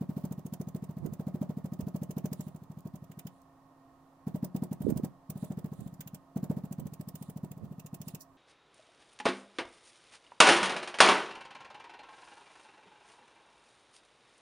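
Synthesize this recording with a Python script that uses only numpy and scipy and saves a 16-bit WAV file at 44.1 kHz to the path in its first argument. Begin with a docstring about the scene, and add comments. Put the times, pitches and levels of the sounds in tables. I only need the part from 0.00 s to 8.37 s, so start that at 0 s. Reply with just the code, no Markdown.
"""A dry sponge is dabbed onto a foam board on a worktable, about 13 times a second, close to a camera.
Each impact radiates a low pressure pulse and excites the damped modes of board and table; a moment
later the sponge's cells buckle and crackle. Nearby surfaces reflect the bass, and the small room
reverberates. There are dull bumps near the microphone and a few low thuds of the table; a sleeve
brushes softly, and a fan hums faintly throughout."""
import sys
import numpy as np
from scipy import signal
from scipy.fft import rfft, irfft, next_fast_len
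from scipy.io import wavfile
from scipy.ndimage import uniform_filter1d

SR = 44100
rng = np.random.default_rng(int(sys.argv[2]) if len(sys.argv) > 2 else 0)


def transcribe(signal):
    """Save signal, clipped to [-1, 1], as a 16-bit WAV file at the path in sys.argv[1]."""
    frames = np.atleast_2d(signal).T
    limited = np.clip(frames, -1, 1)
    pcm = np.round(limited * 32767).astype(np.int16)
    wavfile.write(sys.argv[1], SR, pcm)


N = 369107
USUAL_THUMP_DB, USUAL_CRACKLE_DB = -25, -51.5

# impacts of the sponge: t/s, thump level/dB, crackle level/dB
IMPACTS = [(0.015, -22.5, -69), (0.0954, -23, -64.0), (0.1706, -24, -58), (0.243, -23.0, -51),
           (0.3142, -26, -49.5), (0.383, -29.5, -62.5), (0.4553, -28.5, -52.5), (0.5282, -27, -44),
           (0.604, -25.5, -52), (0.6755, -28.5, -53), (0.751, -24.5, -55.5), (0.8279, -28.0, -55),
           (0.8958, -28, -62.5), (0.9718, -28.5, -64), (1.0511, -27.5, -51.5), (1.1272, -29.0, -51),
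           (1.1987, -25.5, -60.5), (1.2725, -23.5, -61), (1.3466, -23.5, -63.0), (1.4172, -20.5, -54.5),
           (1.4976, -24, -64.5), (1.5741, -25.5, -65.0), (1.6473, -25.0, -55.5), (1.7244, -26, -53.5),
           (1.7965, -24, -50), (1.8725, -25, -57), (1.949, -23.0, -51), (2.021, -24.5, -50),
           (2.0973, -28.0, -46), (2.1708, -23.0, -48.0), (2.247, -21.5, -45.5), (2.3208, -25.5, -43.5),
           (2.398, -26.5, -47.5), (2.4708, -29.5, -58.5), (2.5504, -34, -61.5), (2.623, -37.5, -65),
           (2.7036, -34, -64.0), (2.7751, -34.0, -61.5), (2.8577, -29, -58.5), (2.9425, -31.5, -57),
           (3.0255, -36, -63), (3.1013, -38.5, -56), (3.1774, -36.5, -45.5), (3.2556, -31.5, -47.5),
           (4.273, -23, -57.5), (4.3485, -22.5, -53), (4.4315, -21, -43.5), (4.551, -21.0, -47.5),
           (4.6254, -21, -48), (4.7174, -23.5, -48), (4.8093, -25.5, -50), (4.8921, -20, -45),
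           (4.9642, -23.0, -43.5), (5.038, -20, -46.5), (5.2987, -29.5, -42.0), (5.36, -29, -57.5),
           (5.4301, -24.5, -51), (5.5069, -25, -56), (5.577, -27, -55.5), (5.6473, -25, -60.5),
           (5.722, -29.5, -61), (5.7939, -33.5, -57.5), (5.8644, -30.5, -59.5), (5.9304, -36.5, -60),
           (5.998, -35, -42.5), (6.0658, -37, -48), (6.1376, -33, -47), (6.3645, -21.0, -52),
           (6.4333, -23.0, -52), (6.5026, -18.5, -56.5), (6.572, -24, -65), (6.6416, -27, -59.5),
           (6.7144, -27.5, -47.5), (6.7875, -27.5, -52.5), (6.8589, -29, -53.5), (6.9264, -34.5, -48),
           (7.0008, -29.5, -52.5), (7.0778, -31.5, -47.5), (7.146, -33, -47), (7.2164, -32.0, -49),
           (7.29, -31.5, -51.5), (7.3645, -29.5, -52.5), (7.4373, -26.5, -57), (7.5135, -34.5, -50.5),
           (7.573, -36.5, -67), (7.644, -32.5, -67.5), (7.7151, -32.5, -66), (7.7855, -35.0, -48.5),
           (7.8501, -36.5, -47.5), (7.9332, -31, -45), (8.0067, -33, -46.5), (8.075, -32.5, -42),
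           (8.142, -32.0, -42)]
# early reflections from nearby surfaces: delay/s, level/dB
REFLECTIONS = [(0.0137, -5.5), (0.02, -10), (0.0263, -8.5)]
def thumps(pitch_hz=162, octaves_per_db=0.0164, scatter_octaves=0.038, echo_top_hz=140, low_cut_hz=75):
    """Impact radiation: a harder dab gives a shorter, hence higher pulse. Only its bass is reflected."""
    track = np.zeros(N)
    for (s, db, _), chance in zip(IMPACTS, rng.standard_normal(len(IMPACTS))):
        octaves = octaves_per_db * (db - USUAL_THUMP_DB) + scatter_octaves * chance
        start, pulse = pressure_pulse(s, pitch_hz * 2 ** octaves, cycles=0.62, lag=0.15)
        add(track, start, amp(db) * pulse)

    def response(hz):
        echoes = sum(amp(db) * np.exp(-2j * np.pi * hz * delay) for delay, db in REFLECTIONS)
        low_cut = 1 - np.exp(-(hz / low_cut_hz) ** 2)
        return (1 + echoes / (1 + (hz / echo_top_hz) ** 4)) * low_cut
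    return filtered(track, response)


# modes of board and table: f/Hz, level/dB, T60/s, left minus right/dB
BOARD_MODES = [(138.6, -31, 0.42, -10), (181.8, -24.5, 0.47, 4.5), (302.7, -9.5, 0.029, 2),
               (388.8, -7.5, 0.022, -1), (356.5, -29.5, 0.18, -2.5), (432.5, -35, 0.047, -10),
               (606.3, -23, 0.091, -8), (689, -28, 0.077, -9.5), (921, -29.5, 0.065, -9.5)]
# spectrum of the board's slap on the mat: f/Hz, level/dB
SLAP_SPECTRUM = [(150, -27), (350, 1), (600, 4.5), (950, -5), (1400, -17), (2200, -22.5), (4000, -42),
                 (8000, -42)]
def board(bottom_out_s=0.005334, attack_s=0.0024, scatter_db=2.5, ring_growth=1.16):
    """Modal vibration: through the flattened sponge, the fingers ring the board and slap it on the mat."""
    track, t = np.zeros((2, N)), np.arange(SR // 3) / SR
    modes = np.array([sides(pan) * amp(db - 60 * t / t60) * np.sin(2 * np.pi * hz * t)
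                      for hz, db, t60, pan in BOARD_MODES])
    modes *= 1 - np.exp(-t / attack_s)
    for s, db, _ in IMPACTS:
        ring_db = USUAL_THUMP_DB + ring_growth * (db - USUAL_THUMP_DB)
        mode_gains = amp(ring_db + scatter_db * rng.standard_normal(len(modes)))
        add(track, s + bottom_out_s, np.tensordot(mode_gains, modes, 1))
    landing, thump_db, _ = np.transpose(IMPACTS)
    slap = bursts(landing + 0.0072, thump_db - 28.5, rise=0.0071, fall=0.024)
    return track + slap * hiss(SLAP_SPECTRUM, grain_db=3)[0] * sides(-2)


# lag from landing to buckling: t/s, delay/s
BUCKLING_LAG = [(0.53, 0.011), (0.9, 0.016), (1.13, 0.0112), (2.02, 0.015), (2.32, 0.012), (3.02, 0.018),
                (4.27, 0.01), (4.43, 0.016), (5.04, 0.011), (5.3, 0.0053), (5.36, 0.017), (6.36, 0.01),
                (6.43, 0.01), (6.57, 0.014), (7.44, 0.01), (7.51, 0.0048), (7.85, 0.016), (8.08, 0.0098)]
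# spans where the sponge crunches deeper: start t/s, end t/s, crunch gain/dB
DEEP_CRUNCH_SPANS = [(3.07, 3.33, 6.5), (5.96, 6.2, 5)]
# two faint clicks and one light brush of the sponge: t/s, level/dB, rise and fall time/s
CLICKS_AND_BRUSH = [(2.807, -57, .001), (3.419, -61, .001), (8.218, -48.5, 0.0095)]
# spectra of the landing hiss, the crackle and the lower crunch: f/Hz, level/dB
TOUCH_SPECTRUM = [(700, 8), (1300, 4.5), (2200, -3), (4100, -3), (4750, -2.5), (5400, -5), (11000, -5.5),
                  (15000, 2)]
CRACKLE_SPECTRUM = [(1000, -41), (3000, -26), (4000, -12), (4800, -4.5), (5600, -3.5), (8400, 0.5),
                    (10500, -2.5), (12000, 0), (13500, 2.5), (15200, 6.5), (17000, -3.5)]
CRUNCH_SPECTRUM = [(700, -45), (1500, 2.5), (2200, 2), (2800, 4), (3800, 1.5), (5000, -27), (8000, -21)]
def sponge(touch_growth=0.91, crunch_growth=0.73):
    """Friction and buckling: the rough face hisses on landing, then the cells collapse with a crackle."""
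    landing, thump_db, crackle_db = np.transpose(IMPACTS)
    buckling = landing + np.interp(landing, *np.transpose(BUCKLING_LAG))
    touch_db = -58 + touch_growth * (thump_db - USUAL_THUMP_DB)
    deep_crunch_db = sum(db * ((landing > start) & (landing < end)) for start, end, db in DEEP_CRUNCH_SPANS)
    crunch_db = -65.5 + crunch_growth * (crackle_db - USUAL_CRACKLE_DB) + deep_crunch_db
    touch = bursts(landing - 0.001, touch_db, rise=0.0036, fall=0.02)
    touch += bursts([0.21], [-67.5], rise=0.041, fall=0.041)  # one brief drag between dabs
    touch = touch * hiss(TOUCH_SPECTRUM, grain_db=4)
    crackle = bursts(buckling, crackle_db + 1, rise=0.0016, fall=0.0033, hold=0.0036)
    crackle = crackle * hiss(CRACKLE_SPECTRUM, grain_db=3)
    crunch = bursts(buckling, crunch_db, rise=0.0013, fall=0.0067, hold=0.0037)
    crunch = crunch * hiss(CRUNCH_SPECTRUM, grain_db=4)
    stray = sum(bursts([s], [db], rise=width, fall=width) for s, db, width in CLICKS_AND_BRUSH)
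    stray = stray * hiss(CRACKLE_SPECTRUM, grain_db=3.5)
    return (touch + pores(crackle + crunch + stray)) * sides(-4.5)


# resonance of the pores on the board, shifting as the sponge turns in the fingers: t/s, f/Hz
PORE_RESONANCE = [(1.6, 6500), (3.2, 6600), (4.35, 8550), (5.5, 9000), (6.1, 6500), (7.3, 8900),
                  (7.85, 5610)]
def pores(x, ring_db=4.5, patchy_db=2.5, squeak_from_s=7.75, squeak_hz=2680, squeak_db=12.7):
    """Cavity resonance: air pockets under the sponge colour each crackle; the last dabs squeak a little."""
    hz, t, spectra = signal.stft(x, SR, nperseg=256)
    ring = resonance(hz[:, None], np.interp(t, *np.transpose(PORE_RESONANCE)), width_hz=450)
    squeak = (t > squeak_from_s) * resonance(hz[:, None], squeak_hz, width_hz=150)
    patches = uniform_filter1d(rng.standard_normal(spectra.shape[1:]), size=4, axis=0)
    patches = uniform_filter1d(patches, size=16, axis=1)
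    gain = amp(ring_db * ring + squeak_db * squeak + patchy_db * unit(patches))
    gain /= np.sqrt(np.mean(gain ** 2, axis=0))
    return signal.istft(spectra * gain, SR, nperseg=256)[1][:, :N]


# dull bumps near the microphone and a few low thuds of the table: t/s, level/dB, f/Hz
BUMPS_AND_THUDS = [(1.032, -37, 130), (1.059, -26, 297), (1.073, -27.5, 278), (1.834, -30, 110),
                   (4.852, -20.5, 201), (4.869, -14, 360), (4.879, -19, 298), (4.8833, -14.5, 280),
                   (4.8976, -18.5, 280), (4.909, -23.5, 334), (4.925, -15.5, 212), (4.999, -25, 310),
                   (5.82, -37.5, 201), (6.822, -31.5, 171), (7.635, -33, 100)]
# spectrum of their rumble: f/Hz, level/dB
RUMBLE_SPECTRUM = [(25, -29), (85, -2), (140, 3), (800, -26.5), (3000, -59)]
def bumps_and_thuds(left_db=-33):
    """Heavy damping: each is one short swing with a faint rumble, mainly at the right microphone."""
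    track = np.zeros((2, N))
    for s, db, hz in BUMPS_AND_THUDS:
        start, pulse = pressure_pulse(s, hz, cycles=0.7, lag=0)
        add(track, start, amp([[db + left_db], [db]]) * pulse)
    times = [s for s, _, _ in BUMPS_AND_THUDS]
    shaking = bursts(times, [0] * len(times), rise=0.023, fall=0.042)
    shaking = np.minimum(shaking, 2)  # quick bumps hardly add up
    return track + amp(-56) * shaking * hiss(RUMBLE_SPECTRUM, grain_db=5.5) * sides(-31)


# strokes of the sleeve as the arm moves: t/s, level/dB, Gaussian width/s
SLEEVE_STROKES = [(2.427, -71, 0.054), (3.363, -81.5, .05), (4.866, -72, 0.038), (5.432, -66, 0.041),
                  (5.812, -73, 0.061), (7.24, -71, 0.05), (8.092, -64.5, 0.025)]
# spectrum of rubbing cloth: f/Hz, level/dB
CLOTH_SPECTRUM = [(2400, -8.5), (3800, 6), (5400, -9), (7300, 3), (8400, 3), (9700, 7), (12000, -6)]
def sleeve():
    """Friction noise: cloth rubs softly in short strokes."""
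    t = np.arange(N) / SR
    strokes = sum(amp(db) * np.exp(-0.5 * ((t - s) / width) ** 2) for s, db, width in SLEEVE_STROKES)
    return strokes * hiss(CLOTH_SPECTRUM, grain_db=2.5) * sides(-11.5)


# reverberation time of the small room: f/Hz, T60/s
REVERB_TIMES = [(150, 0.2), (600, 0.3), (3000, 0.16), (8000, 0.075), (15000, 0.058)]
def room(x, gap_s=0.006):
    """Reverberation: a diffuse tail decays exponentially, fastest in the treble."""
    hz, t, spectra = signal.stft(rng.standard_normal((2, SR // 2)), SR, nperseg=256)
    decay = amp(-60 * t / along(REVERB_TIMES, hz)[:, None])
    tail = signal.istft(spectra * decay, SR, nperseg=256)[1]
    tail = np.pad(tail / np.linalg.norm(tail[0]), ((0, 0), (int(gap_s * SR), 0)))
    return signal.fftconvolve(x, tail, axes=1)[:, :N]


# hum lines of the fan: f/Hz, level/dB
HUM_LINES = [(156, -73), (269.2, -65)]
# spectrum of the moving air: f/Hz, level/dB
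AIR_SPECTRUM = [(20, -6), (35, -7), (80, -2.5), (145, 3), (190, -5.5), (260, -2.5), (320, 0), (420, -9),
                (550, -3.5), (950, -2.5), (1300, -11), (1650, -19.5), (2400, -24.5), (16000, -33)]
# resonances of the airflow: f/Hz, half width/Hz, rms level/dB
AIR_RESONANCES = [(693, 18.5, -72), (1081, 38, -72.5), (1243, 27, -79.5), (1843, 49.5, -84)]
def fan(air_db=-64.5):
    """Tonal and flow noise: two steady hum lines over moving air and its narrow resonances."""
    t = np.arange(N) / SR
    air = amp(air_db) * diffuse_noise(lambda hz: amp(along(AIR_SPECTRUM, hz)))
    ringing = sum(amp(db) * diffuse_noise(lambda hz: resonance(hz, centre, width))
                  for centre, width, db in AIR_RESONANCES)
    hum = sum(amp(db) * unit(np.sin(2 * np.pi * (hz * t + rng.random()))) for hz, db in HUM_LINES)
    return (air + ringing) * sides(-4) + hum * sides(-1.5)


# likeness of the air noise at the two microphones: f/Hz, correlation coefficient
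COHERENCE = [(60, 1), (180, 0.85), (550, 0.9), (1650, 0.59), (4970, 0.12), (15000, 0.02)]
def diffuse_noise(gain):
    """Spatial coherence: noise of rms 1, alike at both microphones in the bass and unlike in the treble."""
    def response(hz):
        angle = np.arccos(np.clip(along(COHERENCE, hz), -1, 1)) / 2
        return gain(hz) * [np.cos(angle), np.sin(angle)]
    mid, side = filtered(rng.standard_normal((2, N)), response)
    return unit(np.array([mid + side, mid - side]))


def pressure_pulse(centre_s, hz, cycles, lag):
    """Monopole radiation: pressure follows the change of a brief flow. Returns start time and pulse."""
    t = np.arange(-SR // 20, SR // 20) / SR
    flow = -np.sin(2 * np.pi * hz * t) * np.exp(-((hz * t - lag) / cycles) ** 2)
    pressure = np.gradient(flow)
    return centre_s + t[0], pressure / np.abs(pressure).max()


def hiss(spectrum, grain_db):
    """Granular noise: tiny snaps of uneven size merge into a coloured stereo hiss of rms 1."""
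    sizes = amp(grain_db * np.repeat(rng.standard_normal(N // 16 + 1), 16)[:N])
    return unit(filtered(sizes * rng.standard_normal((2, N)), lambda hz: amp(along(spectrum, hz))))


def bursts(times, levels_db, rise, fall, hold=0):
    """Transient envelope: a Gaussian rise, a hold centred on each time and an exponential fall, in s."""
    track, t = np.zeros(N), np.arange(-SR // 10, SR // 10) / SR
    away = np.maximum(np.abs(t) - hold / 2, 0)
    shape = np.where(t < 0, np.exp(-0.5 * (away / rise) ** 2), np.exp(-away / fall))
    for s, db in zip(times, levels_db):
        add(track, s + t[0], amp(db) * shape)
    return track


def resonance(hz, centre_hz, width_hz):
    """Lorentzian peak: 1 at the centre, one half at width_hz to either side."""
    return 1 / (1 + ((hz - centre_hz) / width_hz) ** 2)


def filtered(x, response):
    """Linear filtering: the spectrum of x times a frequency response."""
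    size = next_fast_len(N + SR // 2)
    return irfft(rfft(x, size) * response(np.fft.rfftfreq(size, 1 / SR)), size)[..., :N]


def add(track, s, sound):
    """Superposition: mix a sound into the track from time s."""
    i = int(round(s * SR))
    part = sound[..., max(-i, 0):N - i]
    track[..., max(i, 0):max(i, 0) + part.shape[-1]] += part


def along(points, hz):
    """Interpolation of (f/Hz, value) points on a logarithmic frequency axis."""
    f, values = np.transpose(points)
    return np.interp(np.log(hz + 1), np.log(f + 1), values)


def sides(balance_db):
    """Amplitude panning: two gains for a left minus right level."""
    return amp(np.array([[balance_db], [-balance_db]]) / 2)


def amp(db):
    """Amplitude ratio of a level in decibels."""
    return 10 ** (np.asarray(db) / 20)


def unit(x):
    """Normalisation to rms 1."""
    return x / np.sqrt(np.mean(x ** 2) + 1e-20)


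def scene():
    """Superposition: board and sponge with their reverberation, then sleeve, bumps, thuds and fan."""
    knocks = thumps() * sides(-0.27) + board()
    crackles = sponge()
    reverberation = amp(-17) * room(knocks) + amp(-14) * room(crackles)
    return knocks + crackles + reverberation + sleeve() + bumps_and_thuds() + fan()


def record(dry, top_hz=15950):
    """Band limiting: the camera cuts off steeply above its highest frequency."""
    return filtered(dry, lambda hz: 1 / (1 + (hz / top_hz) ** 160))


dry = scene()
out = record(dry)
transcribe(out)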